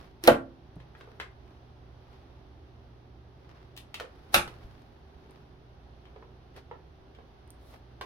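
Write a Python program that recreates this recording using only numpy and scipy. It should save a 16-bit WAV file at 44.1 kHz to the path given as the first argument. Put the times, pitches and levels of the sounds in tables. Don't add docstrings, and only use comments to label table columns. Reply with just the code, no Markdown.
import sys
import numpy as np
from scipy import signal
from scipy.fft import rfft, irfft, next_fast_len
from scipy.io import wavfile
from scipy.ndimage import uniform_filter1d, map_coordinates

SR = 44100
rng = np.random.default_rng(int(sys.argv[2]) if len(sys.argv) > 2 else 0)


def dump(signal):
    limited = np.clip(np.atleast_2d(signal).T, -1, 1)
    pcm = np.round(limited * 32767).astype(np.int16)
    wavfile.write(sys.argv[1], SR, pcm)


N = 355093
SIZE = 24000
T = np.arange(SIZE) / SR
HZ = np.fft.rfftfreq(SIZE, 1 / SR)


def rings():
    # time_s, level_db, tilt_db_per_octave, spine_db, resonance_hz, resonance_db
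    snaps = [(0.2393, -32.5, 2.5, -10.5, 5350, 8), (0.275, -19.5, 2.1, -12, 6270, 1.5),
             (0.278, -17.5, -1, -20, 4240, 12), (0.2805, -15, -8.5, -1.5, 810, 7.5),
             (4.343, -21, 1, 1, 820, 6), (4.3447, -11.5, -0.06, -0.45, 1360, 3)]
    # frequency_hz, density_db
    steel = [(100, -24), (300, -15), (550, -11), (820, -6), (1050, -14), (1380, -4), (1900, -8),
             (2700, -5.5), (4200, -11), (5200, -15.5), (7000, -20.5), (11500, -17.5), (16000, -27)]
    # pitch_hz, level_db, t60_s
    spine_modes = [(352, -28, 0.36), (555, -23.5, 0.097), (820, -20, 0.2), (1118, -20, 0.23),
                   (1375, -12, 0.2), (1280, -18, 0.1), (1610, -20.5, 0.15), (2153, -23.5, .12),
                   (2704, -23.5, .1), (3190, -24.5, 0.16), (4400, -22.5, 0.19)]
    contact_s = .0008
    out = np.zeros((2, N))
    for s, db, tilt_db, spine_db, peak_hz, peak_db in snaps:
        tilt = amp(tilt_db * np.log2(np.clip(HZ, 700, SR) / 2000))
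        impact = burst(contact_s)
        colour = unit(amp(along(steel, HZ)) * ripple(depth_db=3))
        crack = coloured(impact, colour * tilt * resonance(peak_hz, peak_hz / 7, peak_db))
        crack = heard(crack, lag_ms=-.18, pan_db=0, room_db=2 + spine_db / 2)
        add(out, s - 3 * contact_s, amp(db + 21) * crack)
        spine = coloured(ring(spine_modes, scatter_db=1), tilt)
        add(out, s, amp(db + spine_db) * heard(spine, lag_ms=-.23, pan_db=1, room_db=-6.5))
    return out


def cover():
    # pitch_hz, level_db, t60_s
    lever_modes = [(340, -32.5, 0.67), (416, -46, 0.059)]
    # time_s, level_db, cutoff_hz
    kicks = [(0.2771, -6, 3980), (4.353, -25, 900.4)]
    # pitch_hz, level_db
    cover_modes = [(147, -24), (228, -18), (267, -19), (300, -21), (349, -14.5), (453, -15), (505, -5.5),
                   (545, -6.5), (584, -2.5), (668, -3), (724, -16), (843, -5), (910, -21.5), (1075, -23),
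                   (1187, -15.5), (1378, -16.5), (1490, -25), (1575, -12.5), (1865, -18)]
    # frequency_hz, t60_s
    cover_decay = [(150, .28), (228, .24), (267, .35), (350, .2), (505, .19), (584, .125), (720, .14),
                   (843, .11), (1100, .18), (1900, .16)]
    out = np.zeros((2, N))
    lever = heard(ring(lever_modes, scatter_db=2.5), lag_ms=-.12, pan_db=-1.5, room_db=-16)
    add(out, start_s=.2385, sound=lever)
    modes = [(hz, db, along(cover_decay, hz)) for hz, db in cover_modes]
    slap = -amp(-.5 - 60 * T / .018) * np.sin(2 * np.pi * 640 * T)
    for s, db, cutoff_hz in kicks:
        boom = coloured(ring(modes, scatter_db=2.5) + slap, 1 / (1 + (HZ / cutoff_hz) ** 2))
        add(out, s, amp(db) * heard(boom, lag_ms=-.22, pan_db=-2, room_db=-7.5))
    return out


def thuds():
    # time_s, level_db, pitch_hz
    landings = [(0.315, -28, 175), (0.767, -37, 219), (4.352, -34.5, 140), (4.376, -29, 225),
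                (4.38, -36, 71.2), (4.429, -39, 32.73), (4.652, -34, 74.6)]
    # offset_from_pitch_octaves, density_db
    spectrum = [(-2.5, -12.5), (-0.5, -0.5), (0, -2), (-0.54, -5), (2.5, -31), (4, -63)]
    contact_cycles = .65
    out = np.zeros((2, N))
    for s, db, hz in landings:
        contact_s = contact_cycles / hz
        colour = amp(np.interp(np.log2((HZ + 1) / hz), *np.transpose(spectrum)))
        push = coloured(burst(contact_s), unit(colour))
        add(out, s - 3 * contact_s, amp(db + 22) * heard(push, lag_ms=-.045, pan_db=0, room_db=-2.5))
    return out


def taps():
    # time_s, level_db, hardness_db_per_octave, spot_hz
    contacts = [(0.801, -54, -0.5, 2200), (0.9505, -49.5, -4.5, 1780), (1.009, -47.5, -0.3, 1440),
                (1.074, -55, -17, 930), (1.1993, -32.5, -0.5, 1850), (1.211, -42.5, 0, 1560),
                (3.7647, -56, 8.5, 3140), (3.7745, -49, 7.5, 3170), (3.9419, -37, 4, 2650),
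                (3.9987, -35, 1.6, 1340), (4.008, -40.5, -5, 624), (4.476, -42, 2, 965),
                (6.054, -53.5, -2, 2880), (6.161, -50.5, -6, 630), (6.2245, -51, -6.5, 1090),
                (6.563, -54.5, 5, 1700), (6.7122, -41, -9.5, 947), (7.149, -59, 1, 2970),
                (7.186, -52.5, -7, 640), (8.0109, -34.5, 0.5, 1030)]
    # pitch_hz, width_hz, gain_db
    table_modes = [(457, 84, 10.5), (1034, 74, 4.5), (1810, 75, 1.5), (2860, 83, 0.5), (3180, 76, 5)]
    # frequency_hz, density_db
    spectrum = [(100, -12), (550, -1), (1600, -2), (3900, -7.5), (7500, -25), (10500, -26.5),
                (14000, -32.5)]
    # spot_hz, left_minus_right_db
    directions = [(500, -4.5), (1000, -1.5), (1750, 1.5), (3000, 2)]
    attack_s, chatter_t60_s, pivot_hz = .0008, .016, 1592
    out = np.zeros((2, N))
    wood = np.prod([resonance(*mode) for mode in table_modes], axis=0)
    octaves = np.log2(np.clip(HZ, 400, SR) / pivot_hz)
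    for s, db, hardness, spot_hz in contacts:
        bass_slope = .25 * hardness + 3 * np.log2(spot_hz / 900)
        colour = amp(along(spectrum, HZ) + octaves * np.where(octaves > 0, hardness, bass_slope))
        chatter = rng.standard_normal(SIZE) * amp(-60 * T / chatter_t60_s) * (1 - np.exp(-T / attack_s))
        body = wood * resonance(spot_hz, width_hz=spot_hz / 3.63, db=7)
        tap = coloured(even(chatter, width_hz=600), body * colour)
        pan_db = along(directions, spot_hz)
        add(out, s, amp(db + 30.5) * heard(tap, lag_ms=-.068 * pan_db, pan_db=pan_db, room_db=1))
    return out


def sliding():
    # middle_s, half_length_s, level_db, fizz_over_rub_db
    strokes = [(0.0, 0.066, -55, -19), (0.263, 0.017, -38.5, -9.5), (0.995, .012, -58, -10.5),
               (1.125, 0.09, -61, -20), (1.496, 0.063, -65.5, -20), (2.139, 0.049, -60.5, -23),
               (3.534, 0.09, -59.5, -26), (4.344, 0.0096, -40, -2.5), (4.497, 0.3, -58.5, -18),
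               (5.34, 0.11, -64, -21), (6.577, 0.017, -49, -23), (7.691, 0.055, -66.5, -1.5),
               (7.746, 0.019, -56, -19)]
    # frequency_hz, density_db
    rub_spectrum = [(150, -8), (400, 1.5), (1300, -3.5), (3000, -12.5), (5500, -18.5), (8000, -42)]
    # frequency_hz, density_db
    fizz_spectrum = [(1500, -25.5), (4000, 6), (7500, -7.5), (11000, 0), (16000, -9)]
    catches_per_s, catch_db, catch_t60_s = 45, 7.5, .012
    t = np.arange(N) / SR
    rub_level, fizz_level = np.zeros(N), np.zeros(N)
    for s, half_length_s, db, fizz_db in strokes:
        stroke = amp(db) * np.exp(-.5 * ((t - s) / half_length_s) ** 2)
        rub_level += stroke
        fizz_level += amp(fizz_db) * stroke
    onsets = 1. * (rng.random(N) < catches_per_s / SR)
    catches = signal.fftconvolve(onsets, amp(-60 * T / catch_t60_s))[:N]
    grip = unit(amp(1.7 * wobble(45)))
    rub = unit(grip + amp(catch_db) * catches) * rub_level * diffuse(rub_spectrum, N)
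    fizz = grip * fizz_level * diffuse(fizz_spectrum, N)
    return rub + fizz


def creases():
    # time_s, level_db
    flicks = [(0.757, -71), (5.309, -63), (7.476, -68), (7.5044, -49.5)]
    # frequency_hz, density_db
    spectrum = [(300, -34), (5500, -10), (8000, -16), (8900, 3), (10200, -7), (16000, -13)]
    out = np.zeros((2, N))
    for s, db in flicks:
        tick = coloured(burst(width_s=.00082), unit(amp(along(spectrum, HZ))))
        add(out, s - .0015, amp(db + 22) * heard(tick, lag_ms=.098, pan_db=-3, room_db=-10))
    return out


def background():
    # pitch_hz, level_db
    partials = [(59.3, -59), (74, -67), (120, -62.5), (148.5, -69.5), (240, -73.5), (379, -70.5)]
    # frequency_hz, density_db
    drone_spectrum = [(15, -11.5), (40, -9), (55, -0.5), (78, 2), (100, -5.5), (140, -10), (190, -11),
                      (300, -10.5), (400, -11), (520, -27), (900, -74.5)]
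    # frequency_hz, density_db
    hiss_spectrum = [(240, -28), (400, -3.5), (470, -6.5), (750, -3.5), (1000, -9.5), (1500, -13.5),
                     (2300, -20), (3400, -19.5), (4900, -25), (6200, -30.5), (7200, -48), (8400, -46.5),
                     (9100, -39.5), (16000, -46.5)]
    t = np.arange(N) / SR
    hum = np.zeros(N)
    for hz, db in partials:
        level = np.sqrt(2) * amp(db + 3 * wobble(2.6))
        hum += level * np.sin(2 * np.pi * hz * t + .23 * wobble(.8))
    drone = amp(-56) * diffuse(drone_spectrum, N)
    hiss = amp(-61 + .5 * wobble(3.2)) * diffuse(hiss_spectrum, N)
    return (hum + drone) * amp([[-1.4], [1.2]]) + hiss * amp([[-.8], [.8]])


def heard(x, lag_ms, pan_db, room_db):
    # frequency_hz, t60_s
    room_decay = [(150, 0.45), (500, .25), (1400, .26), (4000, 0.18), (10000, .2), (16000, 0.081)]
    hz, t, noise = signal.stft(diffuse([(1, 0), (SR, 0)], SIZE), SR, nperseg=256)
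    decay = amp(-60 * t / along(room_decay, hz)[:, None])
    tail = signal.istft(noise * decay, SR, nperseg=256)[1][:, :SIZE]
    build_up = 1 - np.exp(-(T / .0011) ** 2)
    tail = even(tail * build_up, width_hz=278.8)
    reverb = signal.fftconvolve(x[None], tail, axes=1)[:, :SIZE]
    delay_s = np.maximum([[lag_ms], [-lag_ms]], 0) / 1000
    direct = irfft(rfft(x) * np.exp(-2j * np.pi * HZ * delay_s))
    return (direct + amp(room_db) * reverb) * amp([[pan_db / 2], [-pan_db / 2]])


def diffuse(spectrum, size):
    # frequency_hz, correlation
    coherence = [(60, 0.82), (130, 1), (290, 0.9), (640, 0.28), (1410, -0.083), (3100, 0.092),
                 (6820, -0.12), (15000, 0.24)]
    m = next_fast_len(size, True)
    hz = np.fft.rfftfreq(m, 1 / SR)
    angle = np.arccos(np.clip(along(coherence, hz), -.9, .99)) / 2
    noise = rfft(rng.standard_normal((2, m))) * amp(along(spectrum, hz))
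    mid, side = irfft(noise * [np.cos(angle), np.sin(angle)], m)[:, :size]
    return unit(np.array([mid + side, mid - side]))


def burst(width_s):
    envelope = np.exp(-.5 * (T / width_s - 3) ** 2)
    return even(rng.standard_normal(SIZE) * envelope, width_hz=.5 / width_s)


def ring(modes, scatter_db):
    out = np.zeros(SIZE)
    for k, (hz, db, t60_s) in enumerate(modes):
        envelope = amp(db + scatter_db * rng.standard_normal() - 60 * T / t60_s)
        out += (-1) ** (k + 1) * envelope * np.sin(2 * np.pi * hz * T)
    return out


def resonance(hz, width_hz, db):
    return 1 + (amp(db) - 1) / np.sqrt(1 + (2 * (HZ - hz) / width_hz) ** 2) ** 1.51


def ripple(depth_db):
    peaks = uniform_filter1d(rng.standard_normal(len(HZ)), size=50)
    peaks = unit(uniform_filter1d(peaks, size=40))
    return amp(depth_db * peaks * HZ / (HZ + 1500))


def coloured(x, gain):
    cepstrum = irfft(np.log(np.maximum(gain, 1e-6)))
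    cepstrum[..., 1:SIZE // 2] *= 2
    cepstrum[..., SIZE // 2 + 1:] = 0
    return irfft(rfft(x) * np.exp(rfft(cepstrum)))


def even(x, width_hz):
    bins = max(int(width_hz * SIZE / SR), 1)
    power = np.abs(uniform_filter1d(np.abs(rfft(x)) ** 2, bins))
    return coloured(x, 1 / np.sqrt(power + 1e-12))


def wobble(rate_hz):
    knots = rng.standard_normal(int(N * rate_hz / SR) + 4)
    return map_coordinates(knots, [np.arange(N) * rate_hz / SR])


def add(track, start_s, sound):
    start = max(round(start_s * SR), 0)
    fade = np.minimum(1, 10 * (1 - T / T[-1])) ** 2
    track[:, start:start + SIZE] += (sound * fade)[:, :N - start]


def along(points, hz):
    frequencies, values = np.transpose(points)
    return np.interp(np.log(hz + 1), np.log(frequencies + 1), values)


def amp(db):
    return 10 ** (np.asarray(db) / 20)


def unit(x):
    return x / np.sqrt(np.mean(np.abs(x) ** 2) + 1e-20)


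def scene():
    return rings() + cover() + thuds() + taps() + sliding() + creases() + background()


def record(dry):
    cutoff_hz = 16100
    rounded = dry / (1 + dry ** 6) ** (1 / 6)
    m = next_fast_len(N + SIZE, True)
    low_pass = 1 / (1 + (np.fft.rfftfreq(m, 1 / SR) / cutoff_hz) ** 200)
    return irfft(rfft(rounded, m) * low_pass, m)[:, :N]


dry = scene()
out = record(dry)
dump(out)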